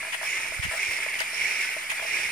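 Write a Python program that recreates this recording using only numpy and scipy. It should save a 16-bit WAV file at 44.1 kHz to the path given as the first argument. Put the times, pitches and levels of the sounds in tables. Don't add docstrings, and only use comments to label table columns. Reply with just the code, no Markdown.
import sys
import numpy as np
from scipy import signal
from scipy.fft import rfft, irfft, next_fast_len
from scipy.io import wavfile
from scipy.ndimage import uniform_filter1d, map_coordinates

SR = 44100
rng = np.random.default_rng(int(sys.argv[2]) if len(sys.argv) > 2 else 0)


def voltage_ratio(decibels):
    exponent = np.asarray(decibels, float) / 20
    return 10 ** exponent


def unload_audio(sound):
    columns = np.transpose(np.atleast_2d(sound))
    steps = np.round(np.clip(columns, -1, 1) * 32767)
    wavfile.write(sys.argv[1], SR, steps.astype(np.int16))


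N = 102003


def unit(x):
    return x / np.sqrt(np.mean(x ** 2) + 1e-20)


def along(points, hz):
    f, value = np.transpose(points)
    return np.interp(np.log(hz + 1), np.log(f + 1), value)


def wobble(rate_hz):
    knots = rng.standard_normal(int(N * 400 / SR) + 4)
    return map_coordinates(knots, [np.arange(N) * rate_hz / SR])


def filtered(x, response):
    m = next_fast_len(N + SR // 2)
    return irfft(rfft(x, m) * response(np.fft.rfftfreq(m, 1 / SR)), m)[..., :N]


def peak(f, hz, width_hz):
    return 1j * f * width_hz / (hz * hz - f * f + 1j * f * width_hz)


def air(spectrum, patchy_db, pan_db, lag_s):
    # f/Hz, likeness (1 = the same)
    likeness = [(60, .65), (650, .93), (1300, .45), (2400, .92), (3200, .5), (4400, .35), (5800, .85),
                (8500, .45)]
    noise = signal.stft(rng.standard_normal((2, N)), nperseg=512)[2]
    patches = rng.standard_normal(noise.shape[1:])
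    patches = uniform_filter1d(uniform_filter1d(patches, size=2, axis=0), size=9, axis=1)
    pair = signal.istft(noise * voltage_ratio(patchy_db * unit(patches)), nperseg=512)[1][:, :N]

    def mid_and_side(hz):
        turn = np.arccos(np.clip(along(likeness, hz), -1, 1)) / 2
        low_edge = hz ** 2 / (hz ** 2 + spectrum[0][0] ** 2)
        return low_edge * voltage_ratio(along(spectrum, hz)) * [np.cos(turn), np.sin(turn)]

    mid, side = filtered(pair, mid_and_side)
    stereo = np.array([mid + side, mid - side])
    stereo = filtered(stereo, lambda hz: np.exp(np.outer([1, -1], 1j * np.pi * hz * lag_s)))
    return unit(stereo) * voltage_ratio([[pan_db / 2], [-pan_db / 2]])


def gate(start_s, length_s, rise_s, fall_s):
    t = np.arange(N) / SR - start_s
    opening = np.sin(np.clip(t / rise_s, 0, 1) * np.pi / 2) ** 2
    return opening * np.exp(-np.clip(t - length_s, 0, None) / fall_s)


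def ring(modes, rise_s, share=1):
    t = np.arange(SR // 8) / SR
    tones = 0
    for hz, db, t60_s in modes:
        level_db = db + rng.normal(0, 1.2) - 60 * t / t60_s / share
        detuned_hz = hz * (1 + 0.012 * rng.standard_normal())
        tones = tones + voltage_ratio(level_db) * np.sin(2 * np.pi * detuned_hz * t)
    return (1 - np.exp(-t / rise_s)) ** 2 * tones


def narrow_hiss(spectrum, hz, width_hz, patchy_db, pan_db, lag_s):
    noise = air(spectrum, patchy_db, pan_db, lag_s)
    return unit(filtered(noise, lambda f: peak(f, hz, width_hz) ** 2))


def exhaust():
    # start t/s, length/s, level/dB, slope/(dB per s)
    strokes = [
        (0.186, 0.34, -32.5, -25),
        (0.715, 0.25, -36, 11.5),
        (1.29, .37, -31.5, -12.5),
        (2.01, 0.99, -35, -13.5),
    ]
    # f/Hz, level/dB
    rush_colour = [(200, -17), (400, -3.5), (1200, -17), (2300, 3.5), (3300, -5), (5500, -17), (9500, -20),
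                   (15500, -35)]
    t = np.arange(N) / SR
    rush_level, whistle_level, flow = 0, 0, 0.092 * wobble(22.7)
    for start, length, db, slope in strokes:
        stroke = voltage_ratio(db + slope * (t - start))
        rush_level = rush_level + stroke * gate(start, length, rise_s=0.13, fall_s=0.1)
        whistle_level = whistle_level + stroke * gate(start, length, rise_s=0.069, fall_s=0.047)
        flow = flow + np.sin(np.pi * np.clip((t - start) / length, 0, 1))
    flow = np.clip(flow, 0, 1)

    def breath(hz, width_hz):
        return narrow_hiss([(3000, 0), (9000, 0)], hz, width_hz, patchy_db=2, pan_db=-5, lag_s=.00005)

    whistle = np.sqrt(1 - flow) * breath(5300, 330) + np.sqrt(flow) * breath(5590, 460)
    whistle = whistle + voltage_ratio(1.5 - 7.5 * t) * flow * breath(6750, 430)
    whistle = voltage_ratio(-1 - 12.5) * whistle
    rush = air(rush_colour, patchy_db=1.6, pan_db=-1.5, lag_s=.00006)
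    flutter = voltage_ratio(0.6 * wobble(90))
    return flutter * (rush_level * rush + whistle_level * whistle)


def valve_bursts(rows, spectrum, pan_db, lag_s):
    fall_s = .011
    level = sum(voltage_ratio(db) * gate(start, length - fall_s, .002, fall_s) for start, length, db in rows)
    return level * voltage_ratio(1.5 * wobble(200)) * air(spectrum, patchy_db=1.5, pan_db=pan_db, lag_s=lag_s)


def puffs():
    # start t/s, length/s, level/dB
    puff_times = [
        (.122, 0.04, -30.5),
        (.625, 0.037, -28),
        (1.186, 0.044, -27),
        (1.895, 0.036, -29),
    ]
    # f/Hz, level/dB
    puff_colour = [(700, -9), (1500, 1), (3000, 0.5), (4500, -12.5), (7000, -16.5), (9500, -12),
                   (12000, -22.5), (15500, -18)]
    return valve_bursts(puff_times, puff_colour, pan_db=4.5, lag_s=.00026)


def sighs():
    # start t/s, length/s, level/dB
    sigh_times = [(.222, 0.051, -34), (.709, 0.08, -35), (.91, 0.021, -32.5), (1.03, 0.01, -29),
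                  (1.1, 0.011, -51), (1.34, 0.012, -33), (2.02, 0.027, -36.5)]
    # f/Hz, level/dB
    sigh_colour = [(500, -44), (1200, 11.5), (2500, 4), (4000, -1), (7000, -8.5), (9500, 0.5), (12500, -8),
                   (15500, -7)]
    return valve_bursts(sigh_times, sigh_colour, pan_db=2.5, lag_s=.0001)


def leak():
    # f/Hz, level/dB
    leak_colour = [(500, -5.5), (1000, -6), (1600, -2.5), (2250, 3.5), (3200, -6.5), (6000, -15),
                   (10000, -13), (15500, -23.5)]
    return voltage_ratio(-33 + 0.83 * wobble(40.26)) * air(leak_colour, patchy_db=2.14, pan_db=1.5, lag_s=.00003)


def fizz():
    # t/s, share of the higher pitch
    drift = [(0, 0.74), (.5, 0.12), (1.1, 0.11), (1.4, 0.97), (1.8, 0.49), (2.3, .4)]
    share = np.clip(np.interp(np.arange(N) / SR, *np.transpose(drift)), 0, 1)

    def hiss(hz, width_hz):
        return narrow_hiss([(6000, 0), (12000, 0)], hz, width_hz, patchy_db=5.5, pan_db=1.0, lag_s=.00003)

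    return voltage_ratio(-48) * (np.sqrt(1 - share) * hiss(9150, 670) + np.sqrt(share) * hiss(9850, 640))


def echoes(pair):
    # delay/s, level/dB
    left_echoes = [(.0011, -36), (.0029, -29.5), (.0047, -11), (.0083, -46)]
    # delay/s, level/dB
    right_echoes = [(.0014, -24.5), (.0024, -17.5), (.0053, -15.5), (.0074, -21.5)]

    def comb(f, rows):
        return 1 + sum(voltage_ratio(db) * np.exp(-2j * np.pi * f * delay) for delay, db in rows)

    return filtered(pair, lambda f: np.array([comb(f, left_echoes), comb(f, right_echoes)]))


def spits():
    # t/s, peak level/dB, f/Hz
    droplets = [(0.7552, -24, 2160), (0.7736, -18, 2290), (0.831, -21, 2150), (1.0246, -17, 2290),
                (1.0854, -20, 2240), (1.1393, -17.5, 2220), (1.4157, -15, 2170), (1.4546, -14.5, 2270),
                (1.5085, -18, 2060), (1.5953, -20, 2310), (1.6571, -37, 2310), (1.6731, -21, 2320),
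                (2.1126, -19, 2120), (2.1355, -17.5, 2180)]
    out = np.zeros(N + SR)
    for start, db, hz in droplets:
        drop_ring = ring([(hz, 0, 0.034)], rise_s=0.00049)
        out[round(start * SR):][:SR // 8] += voltage_ratio(db - 5 - 6.5) * drop_ring
    return out[:N]


def knocks():
    # t/s, peak level/dB, level of the upper tones over the bed's/dB, share of the full ring time
    blows = [(.027, -30.5, 3, 1.4), (.048, -30.5, 7, 1.2), (.068, -33, 0, 0.71), (.08, -34, 0, .5),
             (.095, -37.5, 1, 0.54), (.123, -39, 3, 0.36), (.131, -32.5, 8, 0.64), (.144, -29, 1.5, 0.78),
             (.212, -28.5, -1, 0.83), (.225, -35, 11, 0.9), (.230, -27, -2, 0.81), (.245, -37, -18, 1.1),
             (.353, -45, 0, 0.6), (.374, -38, 6, .5), (.399, -35, 4, 1.3), (.451, -33.5, 3, 1),
             (.5205, -27, -8, 0.35), (.626, -42, 1, 0.35), (.644, -35, 3, 0.4), (.712, -29.5, -1.5, .9),
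             (.724, -30, 26, 0.61), (.732, -28.5, -6, 1.3), (.738, -35, 1, 0.83), (.747, -31, -20, 0.74),
             (.914, -32, -13, 0.24), (.985, -29.5, 4, 1.3), (1.0, -39, 3, 0.76), (1.022, -38, 9, .5),
             (1.0631, -22, -6, 0.28), (1.078, -35, 8, 0.35), (1.183, -39.5, 5, 0.79),
             (1.2065, -25.5, -7, 0.66), (1.212, -29.5, 8, 0.2), (1.216, -33.5, -11, 0.4),
             (1.331, -33.5, -11, 0.43), (1.436, -40, 1, 0.58), (1.473, -35.5, -2, 2.5),
             (1.648, -33, 5, 0.7), (1.7655, -27.5, -13, 0.53), (1.841, -37.5, -1, 0.35),
             (1.894, -41, 6, 0.44), (1.918, -28, 3, 0.8), (1.996, -27.5, 5.5, 0.38), (2.017, -32, -13, 0.3),
             (2.024, -28.5, -11, 0.82), (2.048, -28, -9, 0.65), (2.091, -37, 11, .5),
             (2.193, -32.5, -6, 0.63), (2.288, -33.5, 4.5, 0.65)]
    # f/Hz, level/dB, time to fade 60 dB/s
    bed_tones = [(645, 0, .07), (550, -5, .03), (820, 1, .03)]
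    # f/Hz, level/dB, time to fade 60 dB/s
    upper_tones = [(930, 0.5, 0.033), (1370, -1.5, 0.029), (1670, 3, 0.024)]
    out, rise_s = np.zeros(N + SR), .001
    for start, db, sharp_db, share in blows:
        blow = ring(bed_tones, rise_s, share) + voltage_ratio(sharp_db) * ring(upper_tones, rise_s / 2, share)
        out[round(start * SR):][:SR // 8] += voltage_ratio(db) * blow / np.abs(blow).max()
    return filtered(out[:N], lambda f: peak(f, 940, 2100))


def ticks():
    # t/s, peak level/dB, pin pitch f/Hz
    clicks = [(0.128, -42, 3000), (0.143, -21, 3370), (0.625, -32, 3100), (0.644, -30, 3100),
              (.712, -27, 2850), (.760, -31, 8800), (.831, -19.5, 2250), (1.192, -19, 2850),
              (1.204, -19, 4920), (1.205, -29, 2640), (1.345, -30, 5200), (1.899, -33, 3050),
              (1.9025, -18, 2660), (1.917, -18.5, 1940), (1.998, -31, 2600), (2.067, -30, 5500),
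              (2.197, -41, 5350)]
    out, t = np.zeros(N + SR), np.arange(SR // 8) / SR
    for start, db, hz in clicks:
        crack = voltage_ratio(-2.5 - 60 * t / 0.0043) * rng.standard_normal(len(t))
        pin = ring([(hz, 0, 0.013)], rise_s=0.000078)
        out[round(start * SR):][:len(t)] += voltage_ratio(db - 6.5) * (pin + crack)
    return out[:N]


def room(x):
    t, t60_s = np.arange(SR // 3) / SR, 0.29
    tail = rng.standard_normal((2, len(t))) * voltage_ratio(-60 * t / t60_s) * (t > .003)
    return signal.fftconvolve(x[None], tail / np.linalg.norm(tail[0]), axes=1)[:, :N]


def thumps():
    # t/s, peak level/dB, length/s, lean of the second swing
    gusts = [(0.511, -35.5, .007, 0.23), (0.57, -41, 0.0034, .3), (.598, -23, 0.0026, 0.94),
             (0.641, -34, 0.0034, 0.35), (0.655, -25.5, 0.0022, 0), (0.666, -30.5, 0.0014, 0),
             (0.687, -29.5, 0.0034, 0.75), (0.78, -46, 0.0065, .5), (0.891, -36.5, 0.0033, 0.82),
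             (0.914, -47, 0.0018, 0.034)]
    t, push = np.arange(N) / SR, 0
    for start, db, length, lean in gusts:
        v = (t - start) / length
        push = push + voltage_ratio(db) * (v * v - 1 + lean * v) * np.exp(-v * v / 2)
    return push * voltage_ratio([[-47], [0]])


def shop():
    # t/s, level/dB
    draught = [(0, 1.5), (.5, 3), (1, 1), (1.1, 5), (1.3, 0), (1.43, 7), (1.55, -1.5), (1.9, -3), (2.2, 6)]
    # f/Hz, level/dB
    shop_colour = [(40, 2.5), (70, -9), (140, -8), (220, -12.5), (300, -10.5), (600, -14), (1000, -6.5)]
    draught_db = np.interp(np.arange(N) / SR, *np.transpose(draught)) + 1.2 * wobble(8.94)
    murmur = air(shop_colour + [(1600, -73)], patchy_db=1.0, pan_db=0.5, lag_s=.00005)
    return voltage_ratio(-57 + draught_db) * murmur


def scene():
    # t/s, level/dB
    supply = [(.17, -4), (.34, 2), (.46, 1.5), (.6, -2), (.75, 2), (.835, 1.5), (.98, 0.5), (1.15, 1),
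              (1.3, 1), (1.378, 1.5), (1.45, 2.5), (1.5, 2), (1.68, 4.5), (1.86, -1.5), (2, 1.5),
              (2.1, 3.5), (2.2, 6), (2.31, 3.5)]
    supply_db = np.interp(np.arange(N) / SR, *np.transpose(supply))
    hiss = voltage_ratio(supply_db) * exhaust() + voltage_ratio(0.4 * supply_db) * leak()
    hiss = hiss + puffs() + sighs() + fizz()
    rods, pins = knocks(), ticks()
    hits = rods * voltage_ratio([[0], [-3.5]]) + pins * voltage_ratio([[-3], [0]]) + spits()
    hits = hits + voltage_ratio(-11.5) * room(rods + pins)
    return voltage_ratio(-7.5) * echoes(hiss) + hits + thumps() + shop()


def roll_off(x):
    return signal.sosfilt(signal.butter(12, 15670, fs=SR, output="sos"), x)


def record(dry):
    # f/Hz, width/Hz, level/dB
    left_port = [(2066, 710, 6.5), (3150, 250, -6), (9660, 480, 3), (12000, 1600, -7)]
    # f/Hz, width/Hz, level/dB
    right_port = [(2360, 564, 10.1), (5260, 830, 6.86), (6520, 1550, 8.5), (8020, 760, 4.2),
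                  (8764, 310, 8.7), (9900, 280, 0.56)]
    # f/Hz, phase/radians
    left_lead = [(600, .2), (1200, 1.1), (2000, 0), (2800, .3), (3400, 2.6), (4300, 6), (5500, 6),
                 (6300, 8)]

    def port(f, peaks):
        return 1 + sum(voltage_ratio(db) * peak(f, hz, width) for hz, width, db in peaks)

    def phone(f):
        band = (f < 15750) * f ** 4 / (f ** 4 + 36 ** 4)
        lead = np.exp(np.outer([.5j, -.5j], along(left_lead, f)))
        return np.array([port(f, left_port), port(f, right_port)]) * band * lead

    mix = filtered(dry, phone) + .0011
    return roll_off(mix)


dry = scene()
out = record(dry)
unload_audio(out)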